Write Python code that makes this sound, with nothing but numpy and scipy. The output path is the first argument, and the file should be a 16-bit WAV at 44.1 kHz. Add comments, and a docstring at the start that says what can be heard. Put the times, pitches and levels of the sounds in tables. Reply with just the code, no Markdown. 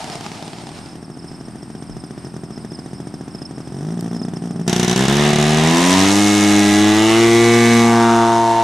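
"""A grass field with soft air and crickets, heard through two microphone ports. From the start a model
aeroplane's two-stroke idles, its clicks at uneven firings ringing its silencer; a separate brighter, noisier
engine sound, made of shaped noise, fades within about a second. Near 3.7 s the idle quickens and hums. At 4.7 s
the throttle snaps open; one pulse a turn drives bark, buzz and jet noise, stumbling, then winding up. The low
thumps merge into a drone; the exhaust turns from nose-on to side-on, and ends tail-on."""
import sys
import numpy as np
from scipy import signal
from scipy.fft import rfft, irfft, next_fast_len
from scipy.io import wavfile
from scipy.ndimage import uniform_filter1d

SR = 44100
rng = np.random.default_rng(int(sys.argv[2]) if len(sys.argv) > 2 else 0)


def inscribe(sig):
    """Save sig as 16-bit PCM at rate SR to the path in sys.argv[1].

    A 1-D sig is mono; a 2-D sig holds one channel per row.
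    Samples are clipped to [-1, 1] before scaling.
    """
    pcm = np.round(np.clip(np.atleast_2d(sig).T, -1, 1) * 32767)
    wavfile.write(sys.argv[1], SR, pcm.astype(np.int16))


N = 380583
TIME = np.arange(N) / SR

# open air of the field: [freq_hz, relative_db]
FIELD_AIR = [(20, -9), (60, 4.5), (130, 1.5), (350, -12.5), (520, -7.5), (780, -6), (1300, -8.5),
             (2300, -16), (4300, -21.5), (5200, -12.5), (6800, -29.5), (8600, -12.5), (9800, -26),
             (14000, -39)]
# low puff of wind on the microphone: [freq_hz, relative_db]
GUST_COLOUR = [(15, -19), (40, -5), (80, -4), (160, -14), (600, -70)]
# small sharp ticks: [start_s, relative_db], and their colour: [freq_hz, relative_db]
TICKS = [(4.0092, -25.5), (6.5214, -22), (8.3459, -33)]
TICK_COLOUR = [(500, -20), (3000, 4), (14000, 3)]
# wing-stroke bursts of the near cricket: [first_stroke_s, last_stroke_s, relative_db]
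CRICKET_BURSTS = [(.115, 0.15, -34), (.81, .885, -46), (1.274, 1.346, -42), (1.917, 2.035, -43.5),
                  (2.533, 2.675, -47), (2.703, 2.785, -37), (2.939, 3.013, -44), (3.344, 3.449, -34),
                  (3.646, 3.674, -45), (4.154, 4.226, -35.5)]
STROKES_PER_S = 28

# crank speed at idle: [time_s, turns_per_s]
IDLE_SPEED = [(0, 55.5), (.66, 64), (.72, 39.5), (1.7, 40.7), (2.2, 44), (3.73, 43), (3.93, 56.6),
              (4.67, 58)]
# runs of even firing at idle, with misses between:
# [first_firing_s, last_firing_s, turns_per_firing, relative_db]
FIRING_RUNS = [(.0428, .317, 3, -17.5), (.4252, .637, 3, -18), (.6695, .691, 1, -19.5),
               (.7172, .931, 3, -20), (.9553, 1.3159, 3, -17), (1.41, 1.7018, 3, -16),
               (1.751, 2.038, 3, -14), (2.108, 2.247, 3, -14.5), (2.269, 2.3409, 3, -15.5),
               (2.3648, 2.932, 3, -13.7), (3.002, 3.4183, 3, -13), (3.51, 3.5805, 3, -13),
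               (3.6036, 3.6742, 3, -14.5), (3.7215, 3.9403, 1, -14), (3.974, 3.9918, 1, -12),
               (4.0259, 4.0783, 1, -12), (4.113, 4.1647, 1, -11.5), (4.2166, 4.2837, 2, -10),
               (4.3359, 4.3696, 2, -10), (4.4217, 4.4737, 1, -13), (4.5082, 4.56, 3, -11.5),
               (4.5952, 4.6137, 1, -11.5), (4.6658, 4.6658, 1, -11.5)]
# silencer at idle, propeller thrum, spitting outlet, noisy opening engine sound: each [freq_hz, relative_db]
IDLE_PIPE = [(30, -34), (60, -43), (85, -27.5), (115, 1), (170, 3.5), (250, -2), (400, -4), (510, -17.5),
             (720, -12.5), (1200, -33), (1900, -26), (2400, -71), (5000, -68)]
THRUM = [(40, -20), (85, -6), (125, 3), (170, 3), (215, 6.5), (300, 1), (380, -4), (500, -19), (750, -11),
         (1300, -30), (3000, -54)]
SPIT = [(700, -25), (1200, 9.5), (1900, -4), (2600, -4), (3500, 1.5), (4400, -12), (5600, 6), (6800, -4),
        (10000, -5), (14000, -24)]
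OPENING_NOISE = [(260, -44), (450, -5), (505, -17), (673, -2.5), (835, -2), (1110, -15), (1210, -9.5),
                 (1380, -14.5), (5260, -16.5), (5910, -20.5), (9630, -24.5), (13000, -41), (14000, -55)]

OPEN_S = 4.678  # the throttle snaps open
RUN_UP_S = OPEN_S - .0005  # open-throttle sound is silent before this
# crank speed with the throttle open: [time_s, turns_per_s]
OPEN_SPEED = [(4.68, 59.3), (4.84, 60.0), (4.9, 60.5), (5.08, 68.4), (5.19, 72.9), (5.26, 73.7),
              (5.38, 73.8), (5.6, 77.3), (5.83, 88.0), (5.94, 92.8), (6.2, 102.8), (6.31, 103.2),
              (6.69, 102.9), (6.94, 106.5), (7.2, 114.6), (7.48, 117.0), (7.57, 117.3), (8.63, 114.2)]
# misfires while the engine clears: [time_s, change_db]
STUMBLES = [(4.713, -25), (4.747, -26), (4.779, -10), (4.813, -11), (4.864, -18), (4.946, -20),
            (5.069, -13), (5.318, -9), (5.346, -13), (5.373, -14)]
REBOUND_DB = 2.5  # the turn after a misfire burns a double charge
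JET_LAG_S = 0.000803  # the jet and its rasp follow the first pressure step
# whistling crack in the outlet: [freq_hz, relative_db]
CRACK = [(1500, -23), (3000, 2), (4600, -11), (6000, 7.5), (7000, -36), (13000, -20)]
# silencer with the throttle open: [freq_hz, relative_db]
OPEN_PIPE = [(30, -20), (70, -13), (110, -1), (160, 8), (230, 7), (290, -9.5), (360, 6.5), (440, -4.5),
             (520, -10.5), (700, -41.5)]
THUMP_DB, THUMP_DB_PER_OCTAVE = -17, 8  # at the first crank speed; rise with each doubling of it
# drone on the crank orders: [time_s, order_1_db, order_2_db, order_3_db, order_4_db]
DRONE = [(5.78, -57, -20.5, -16.5, -18.5), (5.83, -41, -17.5, -18, -22.5), (5.97, -27, -17.5, -15.5, -27),
         (6.7, -29.5, -15.5, -14, -26), (7.09, -27, -21, -13.5, -27.5), (7.43, -21.5, -18.5, -11.5, -21),
         (7.76, -21, -12, -20, -22), (8.17, -27.5, -18, -17, -31), (8.63, -33, -32, -25, -33.5)]
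# mean levels of crank orders 5 and 6: [level_db]
UPPER_DRONE = [-36, -33.5]

# which way the aeroplane faces: [time_s, heading], 0 nose-on, 1 oblique, 2 side-on, 3 tail-on
HEADING = [(5.5, 1), (5.8, 0), (6.05, 0), (6.25, 1), (6.8, 1), (7.3, 2), (7.8, 2), (8.45, 3)]
# exhaust colour at those four headings: each [freq_hz, relative_db]
BARK_NOSE = [(400, -19), (530, -11), (680, 13), (820, -2), (1000, 18), (1150, -6), (1350, -6), (1600, -22),
             (2200, -29)]
BARK_OBLIQUE = [(380, -25), (520, -5.5), (620, 0), (730, 9.5), (830, 5), (930, 1.5), (1040, -2),
                (1200, -18), (1600, -13.5), (2200, -15)]
BARK_ABEAM = [(400, -22), (585, -11), (700, 7), (820, 8.5), (935, 7), (1050, -1), (1170, 10.5), (1400, 2.5),
              (1600, 6.5), (2100, -23)]
BARK_BEHIND = [(400, -45.5), (570, -10.5), (690, 5), (805, -4), (920, 9.5), (1035, -3.5), (1150, -7),
               (1280, -21), (1550, -16), (2100, -34.5)]
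# exhaust bark: [time_s, level_db]
BARK_LEVEL = [(4.7, -29), (4.84, -30), (5.94, -20), (6.34, -27.5), (6.63, -23.5), (7.71, -24),
              (7.98, -15.5), (8.63, -14.5)]
# metallic buzz and jet hiss colours: each [freq_hz, relative_db]
BUZZ = [(100, -12.5), (600, -8), (1100, -4.5), (1450, -8.5), (1800, -4.5), (2150, -4.5), (2450, -9.5),
        (2850, -5.5), (3250, -9), (3700, -5.5), (4300, -14.5), (5500, -14.5)]
HISS = [(2400, -27), (4000, -3), (4800, -3), (5500, 0), (6300, 1), (7300, -3), (9000, -6), (10500, -12),
        (12500, -19), (14000, -30)]
# relative level of buzz and low roar: [time_s, relative_db]
BUZZ_LEVEL = [(4.7, -28.5), (5.26, -20.5), (5.36, -23), (6.05, -19), (6.15, -22.5), (6.86, -21.5),
              (7.7, -21.5), (8.45, -31), (8.63, -29.5)]
# jet hiss: [time_s, level_db]
HISS_LEVEL = [(4.7, -27.5), (5.64, -26.5), (5.91, -21), (6.81, -24), (6.83, -26), (7.75, -24), (7.99, -30),
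              (8.63, -36)]
# treble shading by the fuselage seen from behind, and the low roar: each [freq_hz, relative_db]
HISS_SHADE = [(4000, -5.0), (8000, -5), (10000, -4.0), (13000, -5)]
BUZZ_SHADE = [(1500, 1.0), (2100, -2.5), (2800, -2.5), (4500, -3.5)]
ROAR = [(25, -21), (90, -14), (200, -2.5), (400, 8.0), (600, -37), (1200, -28)]

# two ringing bands of the silencer can: each [freq_hz, relative_db]
CAN_LOWER = [(1600, -46), (1980, -14), (2150, 6), (2240, 11), (2360, -22), (2800, -39)]
CAN_UPPER = [(2200, -34.0), (2600, -1), (2780, -2), (2950, 2), (3100, -7), (3600, -26.0)]
# their swells as the aeroplane turns: [peak_s, half_length_s, peak_db]
LOWER_SWELLS = [(6.42, .33, -30), (7.62, 0.3, -27.5)]
UPPER_SWELLS = [(7.13, 0.097, -27)]
# broad resonance that slides in the rasp: [time_s, pitch_hz]
SWEEP = [(7.1, 1170), (7.65, 1710), (7.95, 1310), (8.2, 1120), (8.63, 840)]
# its swells: [peak_s, half_length_s, peak_db]
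SWEEP_SWELLS = [(7.3, 0.54, -29), (8.1, 0.38, -27)]

# likeness of the two microphone ports: [freq_hz, correlation], later held within 0 to 1
PORT_LIKENESS = [(30, -3), (120, 0.23), (600, 0.91), (2000, 0.6), (5000, 0.83), (8000, 0.63), (12000, -0.5)]
# balance of the ports: [freq_hz, left_minus_right_db]
PORT_TILT = [(100, 0), (1100, 1.06), (2200, -2), (4000, -1), (8000, 2), (12500, -8.5)]
EDGE_HZ = 13500  # top of the recorded band


def amp(db):
    """Decibels to gain."""
    return 10 ** (np.asarray(db) / 20)


def read(points, hz):
    """A spectrum joined by straight lines over log frequency."""
    f, value = np.transpose(points)
    return np.interp(np.log(hz + 1), np.log(f + 1), value)


def curves(rows):
    """Each column of a table, sample by sample."""
    s, *columns = np.transpose(rows)
    return [np.interp(TIME, s, column) for column in columns]


def swells(rows):
    """Gain that rises and falls in a bell around each peak."""
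    return sum(amp(db) * np.exp(-((TIME - s) / length) ** 2) for s, length, db in rows)


def add(mix, s, sound):
    """Mixes a sound in at time s."""
    part = mix[max(round(s * SR), 0):][:len(sound)]
    part += sound[:len(part)]


def evened(x):
    """Scaled to unit power."""
    return x / np.sqrt(np.mean(x ** 2) + 1e-20)


def steadied(x, start, size=6001):
    """Unit power over about a seventh of a second, silent before start."""
    on = TIME >= start
    power = uniform_filter1d(np.atleast_2d(x ** 2).mean(0) * on, size)
    power /= np.maximum(uniform_filter1d(on * 1., size), .01)
    return x * on / np.sqrt(abs(power) + 1e-12)


def running(x):
    """Steadied sound of the engine with the throttle open."""
    return steadied(x, RUN_UP_S)


def response(points, size=4096):
    """The causal, minimum-phase ring of a body with this spectrum, falling steeply above its last point."""
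    hz = abs(np.fft.fftfreq(size, 1 / SR))
    db = read(points, hz) - 30 * np.log2(np.maximum(hz / points[-1][0], 1))
    log_gain = np.log(amp(np.maximum(db, -100)))
    return np.fft.ifft(np.exp(np.conj(signal.hilbert(log_gain)))).real[:size // 2]


def colour(x, points):
    """Passes x through a body with this spectrum."""
    return signal.oaconvolve(np.atleast_2d(x), response(points)[None], axes=1)[:, :N]


def noise():
    """White noise at the two ports, whose likeness varies with frequency."""
    size = next_fast_len(N, real=True)
    same = np.clip(read(PORT_LIKENESS, np.fft.rfftfreq(size, 1 / SR)), 0, 1)
    mid, side = rfft(rng.standard_normal((2, size))) * np.sqrt([(1 + same) / 2, (1 - same) / 2])
    return irfft(np.array([mid + side, mid - side]), size)[:, :N]


def pulses(times, sizes, order=8):
    """Band-limited clicks placed between samples by windowed sincs."""
    at = times[:, None] * SR
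    near = np.floor(at).astype(int) + np.arange(-order, order + 1)
    shape = np.sinc(near - at) * np.sinc((near - at) / (order + 1))
    return np.bincount(np.clip(near, 0, N).ravel(), (sizes[:, None] * shape).ravel(), N + 1)[:N]


def puffs(train, decay):
    """Gas flow after each click: a quick rise and a slower fall, decay in seconds."""
    u = np.arange(SR // 10) / SR / decay
    return signal.oaconvolve(train, np.exp(-u) * (1 - np.exp(-10 * u)))[:N]


def drift(per_s, count=24):
    """Slow random wandering of unit power, from sines up to per_s cycles a second."""
    t = np.linspace(0, N / SR, 2000)
    hz = np.geomspace(per_s / 10, per_s, count)[:, None]
    waves = np.sin(2 * np.pi * (hz * t + rng.random((count, 1)))) / np.sqrt(hz)
    return np.interp(TIME, t, evened(waves.sum(0)))


def mode(x, hz, t60):
    """One damped resonance struck by x, losing 60 dB in t60 seconds."""
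    t = np.arange(SR // 5) / SR
    return signal.oaconvolve(x, np.sin(2 * np.pi * hz * t) * amp(-60 * t / t60))[:N]


def field():
    """Soft outdoor air as shaped noise, one gust on the microphone and a few ticks."""
    air = amp(-44 + 0.78 * drift(14)) * evened(colour(noise(), FIELD_AIR))
    gust = evened(colour(noise(), GUST_COLOUR))
    gust *= amp(-37) * np.exp(-((TIME - 1.95) / .06) ** 2)
    s, db = np.transpose(TICKS)
    ticks = colour(noise() * puffs(pulses(s, amp(db)), decay=0.0014), TICK_COLOUR)
    return air + gust + ticks


def chirp(hz, length, fall):
    """One wing stroke of a cricket: the pitch sags as the wing slows."""
    u = np.arange(0, 1, 1 / (length * SR))
    phase = 2 * np.pi * np.cumsum(hz * (1 - fall * (2 * u - .5) ** 2)) / SR
    return np.sin(np.pi * u) * (np.sin(phase) + 0.049 * np.sin(2 * phase))


def trill(hz, per_s, length, fall, db, spread_db):
    """A cricket further off, stroking steadily with small chances of timing, strength and pitch."""
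    out = np.zeros(N)
    for k, (late, size, pitch) in enumerate(rng.standard_normal((int(per_s * N / SR), 3))):
        stroke = chirp(hz * (1 + .008 * pitch), length, fall)
        add(out, (k + 0.24 * late) / per_s, amp(db + spread_db * size) * stroke)
    return out


def crickets(near_db=1):
    """Bursts of wing strokes from one near cricket over three distant trills."""
    near = np.zeros(N)
    for first, last, db in CRICKET_BURSTS:
        for s in np.linspace(first, last, round((last - first) * STROKES_PER_S) + 1):
            gain = amp(db + near_db + 2.1 * rng.standard_normal())
            add(near, s, gain * chirp(hz=5300 + 50 * rng.standard_normal(), length=0.019, fall=0.047))
    low = trill(hz=5430, per_s=23, length=0.021, fall=0.066, db=-47, spread_db=3.5)
    high = trill(hz=8870, per_s=22.0, length=0.022, fall=0.016, db=-51, spread_db=1.0)
    far = trill(hz=8700, per_s=31, length=0.023, fall=0.029, db=-54.5, spread_db=5.5)
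    # left and right levels in dB
    return (near + low) * amp([[-2], [1.5]]) + high * amp([[2], [-3]]) + far * amp([[-4], [3]])


def idle_firings(spread_db=0.56):
    """Times and strengths of idle firings: within a run they fall on every first, second or third turn."""
    turns = np.cumsum(curves(IDLE_SPEED)[0]) / SR
    rows = []
    for first, last, every, db in FIRING_RUNS:
        a, b = np.interp([first, last], TIME, turns)
        count = round(abs(b - a) / round(every)) + 1
        rows += [(s, db) for s in np.interp(np.linspace(a, b, count), turns, TIME)]
    s, db = np.transpose(rows)
    return s, db + spread_db * rng.standard_normal(len(s))


def idle_turns(s):
    """Unfired turns between the firings, and the half-turns at which propeller blades beat."""
    ends = np.append(s, OPEN_S)
    speed = np.interp(s, *np.transpose(IDLE_SPEED))
    counts = np.maximum(np.round(np.diff(ends) * speed), 1).astype(int)
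    turns = [np.linspace(a, b, n + 1) for a, b, n in zip(ends, ends[1:], counts)]
    duds = np.concatenate([t[1:-1] for t in turns])
    duds = np.append([.007, .025], duds)  # two unfired turns lead in
    halves = [(t[1:] + t[:-1]) / 2 for t in turns]
    return duds, np.sort(np.concatenate([s, duds, *halves]))


def idle_pops(s, db, fired, duds):
    """Firings pop in the silencer and swing back once in the pipe; unfired turns puff softly."""
    soft = pulses(duds, amp(-27 + 2 * rng.standard_normal(len(duds))))
    soft += pulses(s + 0.01274, amp(db - 11))  # the return swing
    soft = signal.lfilter(*signal.butter(1, 500, fs=SR), soft)  # a slow push has little edge
    return -colour(fired + soft, IDLE_PIPE) / np.ptp(response(IDLE_PIPE))


def propeller_thrum(blades):
    """Uneven blade beats, alternately stronger and weaker, ring a low body."""
    chance = rng.standard_normal((len(blades), 2))
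    sizes = amp(2 * chance[:, 1]) * (1 + 0.11 * (-1) ** np.arange(len(blades)))
    beats = pulses(blades + 0.00414 + 0.00086 * chance[:, 0], sizes)
    level_db = -38 + np.interp(TIME, [.5, 1, 3.7, 4], [-3.5, -1.5, 1, 2.4])
    return amp(level_db) * evened(colour(beats, THRUM))


def idle(s, db):
    """Pops, a ringing silencer and spitting gas follow each firing while the propeller thrums and hums."""
    duds, blades = idle_turns(s)
    fired = pulses(s - 0.00046, amp(db))
    pops = idle_pops(s, db, fired, duds)
    thrum = propeller_thrum(blades)
    # the silencer's air rings on
    boom = amp(-24.0) * mode(fired * np.interp(TIME, [3.6, 3.9], [.4, 1]), hz=164.0, t60=0.083)
    spit = amp(-22) * colour(noise() * puffs(fired, decay=0.008), SPIT)
    return pops + boom + thrum + idle_hum(np.sort(np.append(s, duds))) + spit


def opening_noise(s, db):
    """A noisy idling-engine sound, shaped noise that snaps with each firing, fading out in about a second."""
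    snaps = puffs(pulses(s, amp(db - FIRING_RUNS[0][3])), decay=0.0014)
    flicker = amp(1.4 * drift(60.6)) * (1 + 3.9 * snaps)
    fade = amp(-30.5 - 13 * TIME) * np.interp(TIME, [0.83, 1.04], [1, 0])  # sinks 13 dB a second
    return fade * steadied(colour(noise() * flicker, OPENING_NOISE), 0)


def idle_hum(turn_times):
    """The propeller hums on crank orders 3 and 4, which enter once the idle quickens."""
    phase = 2 * np.pi * np.interp(TIME - 0.00021, turn_times, np.arange(len(turn_times)))
    hum = sum(amp(db + 4.0 * drift(12)) * np.sin(k * phase) for k, db in enumerate([-34, -37], 3))
    return np.sqrt(2) * hum * np.interp(TIME, [3.7, 3.88], [0, 1]) * (TIME < OPEN_S)


def open_firings(turns):
    """One firing a turn, some misfired: times, strengths in dB and further chances for jitter."""
    s = np.interp(np.arange(int(turns[-1]) + 1) + 1e-6, turns, TIME)
    chance = rng.standard_normal((len(s), 3))
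    db = np.interp(s, [5, 5.6], [.8, .5]) * chance[:, 0]  # the burns even out as the engine clears
    for when, change_db in STUMBLES:
        turn = np.argmin(abs(s - when))
        db[turn] += change_db
        db[turn + 1] += REBOUND_DB
    return s, db, chance[:, 1:]


def scatter(x, share, spread, count=4):
    """Short reflections off wings and ground, random decaying taps whose shares drift."""
    t = np.arange(SR // 60) / SR
    out = x.copy()
    for _ in range(count):
        taps = rng.standard_normal(len(t)) * np.exp(-t / spread)
        reflected = signal.oaconvolve(x, taps / np.linalg.norm(taps))[:N]
        out += share * drift(1.509) * reflected / np.sqrt(count)
    return out


def outlet_crack(train):
    """The first rich firings crack and whistle in the outlet as short noise puffs."""
    crack = colour(noise() * puffs(train, decay=0.0037), CRACK)
    return crack * amp(-9) * np.interp(TIME, [4.94, 5.04], [1, 0])


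def low_note(train, turns, hz):
    """Separate thumps in the silencer merge into a drone on the lowest six crank orders."""
    merged = np.interp(TIME, [5.66, 5.76], [0, 1])
    pipe = running(-colour(train, OPEN_PIPE)) + 0.19 * running(mode(-train, hz=178, t60=0.13))
    thump = amp(THUMP_DB + THUMP_DB_PER_OCTAVE * np.log2(hz / hz[0])) * running(pipe)
    ring = rfft(-response(OPEN_PIPE))
    lag = np.unwrap(np.angle(ring))  # each order keeps the silencer's phase
    ring_hz = np.linspace(0, SR / 2, len(ring))
    drone = 0
    for k, db in enumerate(curves(DRONE) + list(UPPER_DRONE), 1):
        phase = 2 * np.pi * k * turns + np.interp(k * hz, ring_hz, lag)
        drone = drone + np.sqrt(2) * amp(db + 0.5 * drift(25)) * np.cos(phase)
    return (1 - merged) * thump + merged * drone


def exhaust_bark(train, jet, heading):
    """Pulses and jet noise ring the airframe, cross-fading between four colours with the heading."""
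    # the tone is roughest while the propeller bites into still air
    rough = np.interp(TIME, [4.7, 5.5, 5.95, 6.2, 7.3, 8.3], [.4, .36, .33, .3, .3, .24])
    drive = np.sqrt(1 - rough ** 2) * running(scatter(train, .42, spread=.003)) + rough * jet
    bodies = [BARK_NOSE, BARK_OBLIQUE, BARK_ABEAM, BARK_BEHIND]
    bark = sum(np.maximum(1 - abs(heading - k), 0) * running(colour(drive, body))
               for k, body in enumerate(bodies))
    return amp(curves(BARK_LEVEL)[0]) * running(bark)


def metallic_buzz(whine, jet, behind):
    """Scattered pulses and gritty jet noise buzz in the metal, shaded in treble from behind."""
    grit = np.interp(TIME, [6, 6.2, 7.7, 8.2], [.85, .68, .55, .8])
    buzz = colour(np.sqrt(1 - grit ** 2) * whine + grit * jet, BUZZ)
    buzz += behind * (colour(buzz, BUZZ_SHADE) - buzz)
    return amp(curves(BUZZ_LEVEL)[0] + 1.52) * running(buzz)


def jet_hiss(blasts, whine, behind):
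    """Fine noise, strongest while the port blows down, joins the whine; the fuselage shades it."""
    blowdown = running(noise() * (puffs(blasts, decay=.003) + .2))
    hiss = colour(blowdown + 0.59 * whine, HISS)
    hiss += behind * (colour(hiss, HISS_SHADE) - hiss)
    return amp(curves(HISS_LEVEL)[0]) * running(hiss)


def low_roar(jet):
    """The jet's turbulence in a low band, following the buzz in level."""
    return amp(curves(BUZZ_LEVEL)[0] - 10) * running(colour(jet, ROAR))


def can_ring(clean):
    """Two bands of the silencer can ring, swelling and fading as the aeroplane turns."""
    lower = swells(LOWER_SWELLS) * running(colour(clean, CAN_LOWER))
    return lower + swells(UPPER_SWELLS) * running(colour(clean, CAN_UPPER))


def resonate(x, hz, width):
    """A resonance that follows the curve hz: shift to zero, smooth, shift back."""
    turn, r = np.exp(2j * np.pi * np.cumsum(hz) / SR), np.exp(-np.pi * width / SR)
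    return 2 * (turn * signal.lfilter([1 - r], [1, -r], x / turn + 1e-18)).real


def sweep(drive, width_hz=420):
    """A resonance in the rasp rises, then slides down in pitch as the aeroplane passes."""
    hz = curves(SWEEP)[0]
    once = resonate(drive, hz, width_hz)
    return swells(SWEEP_SWELLS) * running(resonate(once, hz, width_hz))


def full_throttle():
    """One exhaust pulse a turn rings silencer and airframe and drives a burst of jet noise."""
    hz = curves(OPEN_SPEED)[0]
    turns = np.cumsum(hz * (TIME >= RUN_UP_S)) / SR
    s, db, chance = open_firings(turns)
    train = pulses(s + JET_LAG_S + 1.5e-5 * chance[:, 0], amp(db))
    blasts = pulses(s + JET_LAG_S, amp(db + 1.6 * chance[:, 1]))
    # propeller turbulence fills the gaps as the speed grows
    flow = puffs(blasts, decay=0.033) + (hz / 80) ** 2
    jet = running(noise() * flow)
    whine = running(scatter(train, 3.2, spread=0.013))
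    clean = running(train) + 0.37 * jet  # mostly the even part of the pulses
    heading = curves(HEADING)[0]
    behind = np.clip(3 * (heading - 2), 0, 1)
    thumps = pulses(s, amp(.6 * db))  # even a poor burn pushes gas out
    low = outlet_crack(train) + low_note(thumps, turns, hz) + low_roar(jet)
    rasp = exhaust_bark(train, jet, heading) + metallic_buzz(whine, jet, behind)
    return low + rasp + jet_hiss(blasts, whine, behind) + can_ring(clean) + sweep(clean)


def scene():
    """The field, the idle and the take-off run."""
    s, db = idle_firings()
    return field() + crickets() + idle(s, db) + opening_noise(s, db) + full_throttle()


def record(dry):
    """The two ports differ in balance over frequency; the loudest peaks are rounded off; then the band limit."""
    hz = np.fft.rfftfreq(N, 1 / SR)
    ports = irfft(rfft(dry) * amp(read(PORT_TILT, hz) * np.array([[.5], [-.5]])), N)
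    rounded = ports / (1 + (ports / .92) ** 6) ** (1 / 6)
    edge = signal.firwin(301, EDGE_HZ, window=("kaiser", 8), fs=SR)
    return signal.oaconvolve(rounded, edge[None], "same")


dry = scene()
out = record(dry)
inscribe(out)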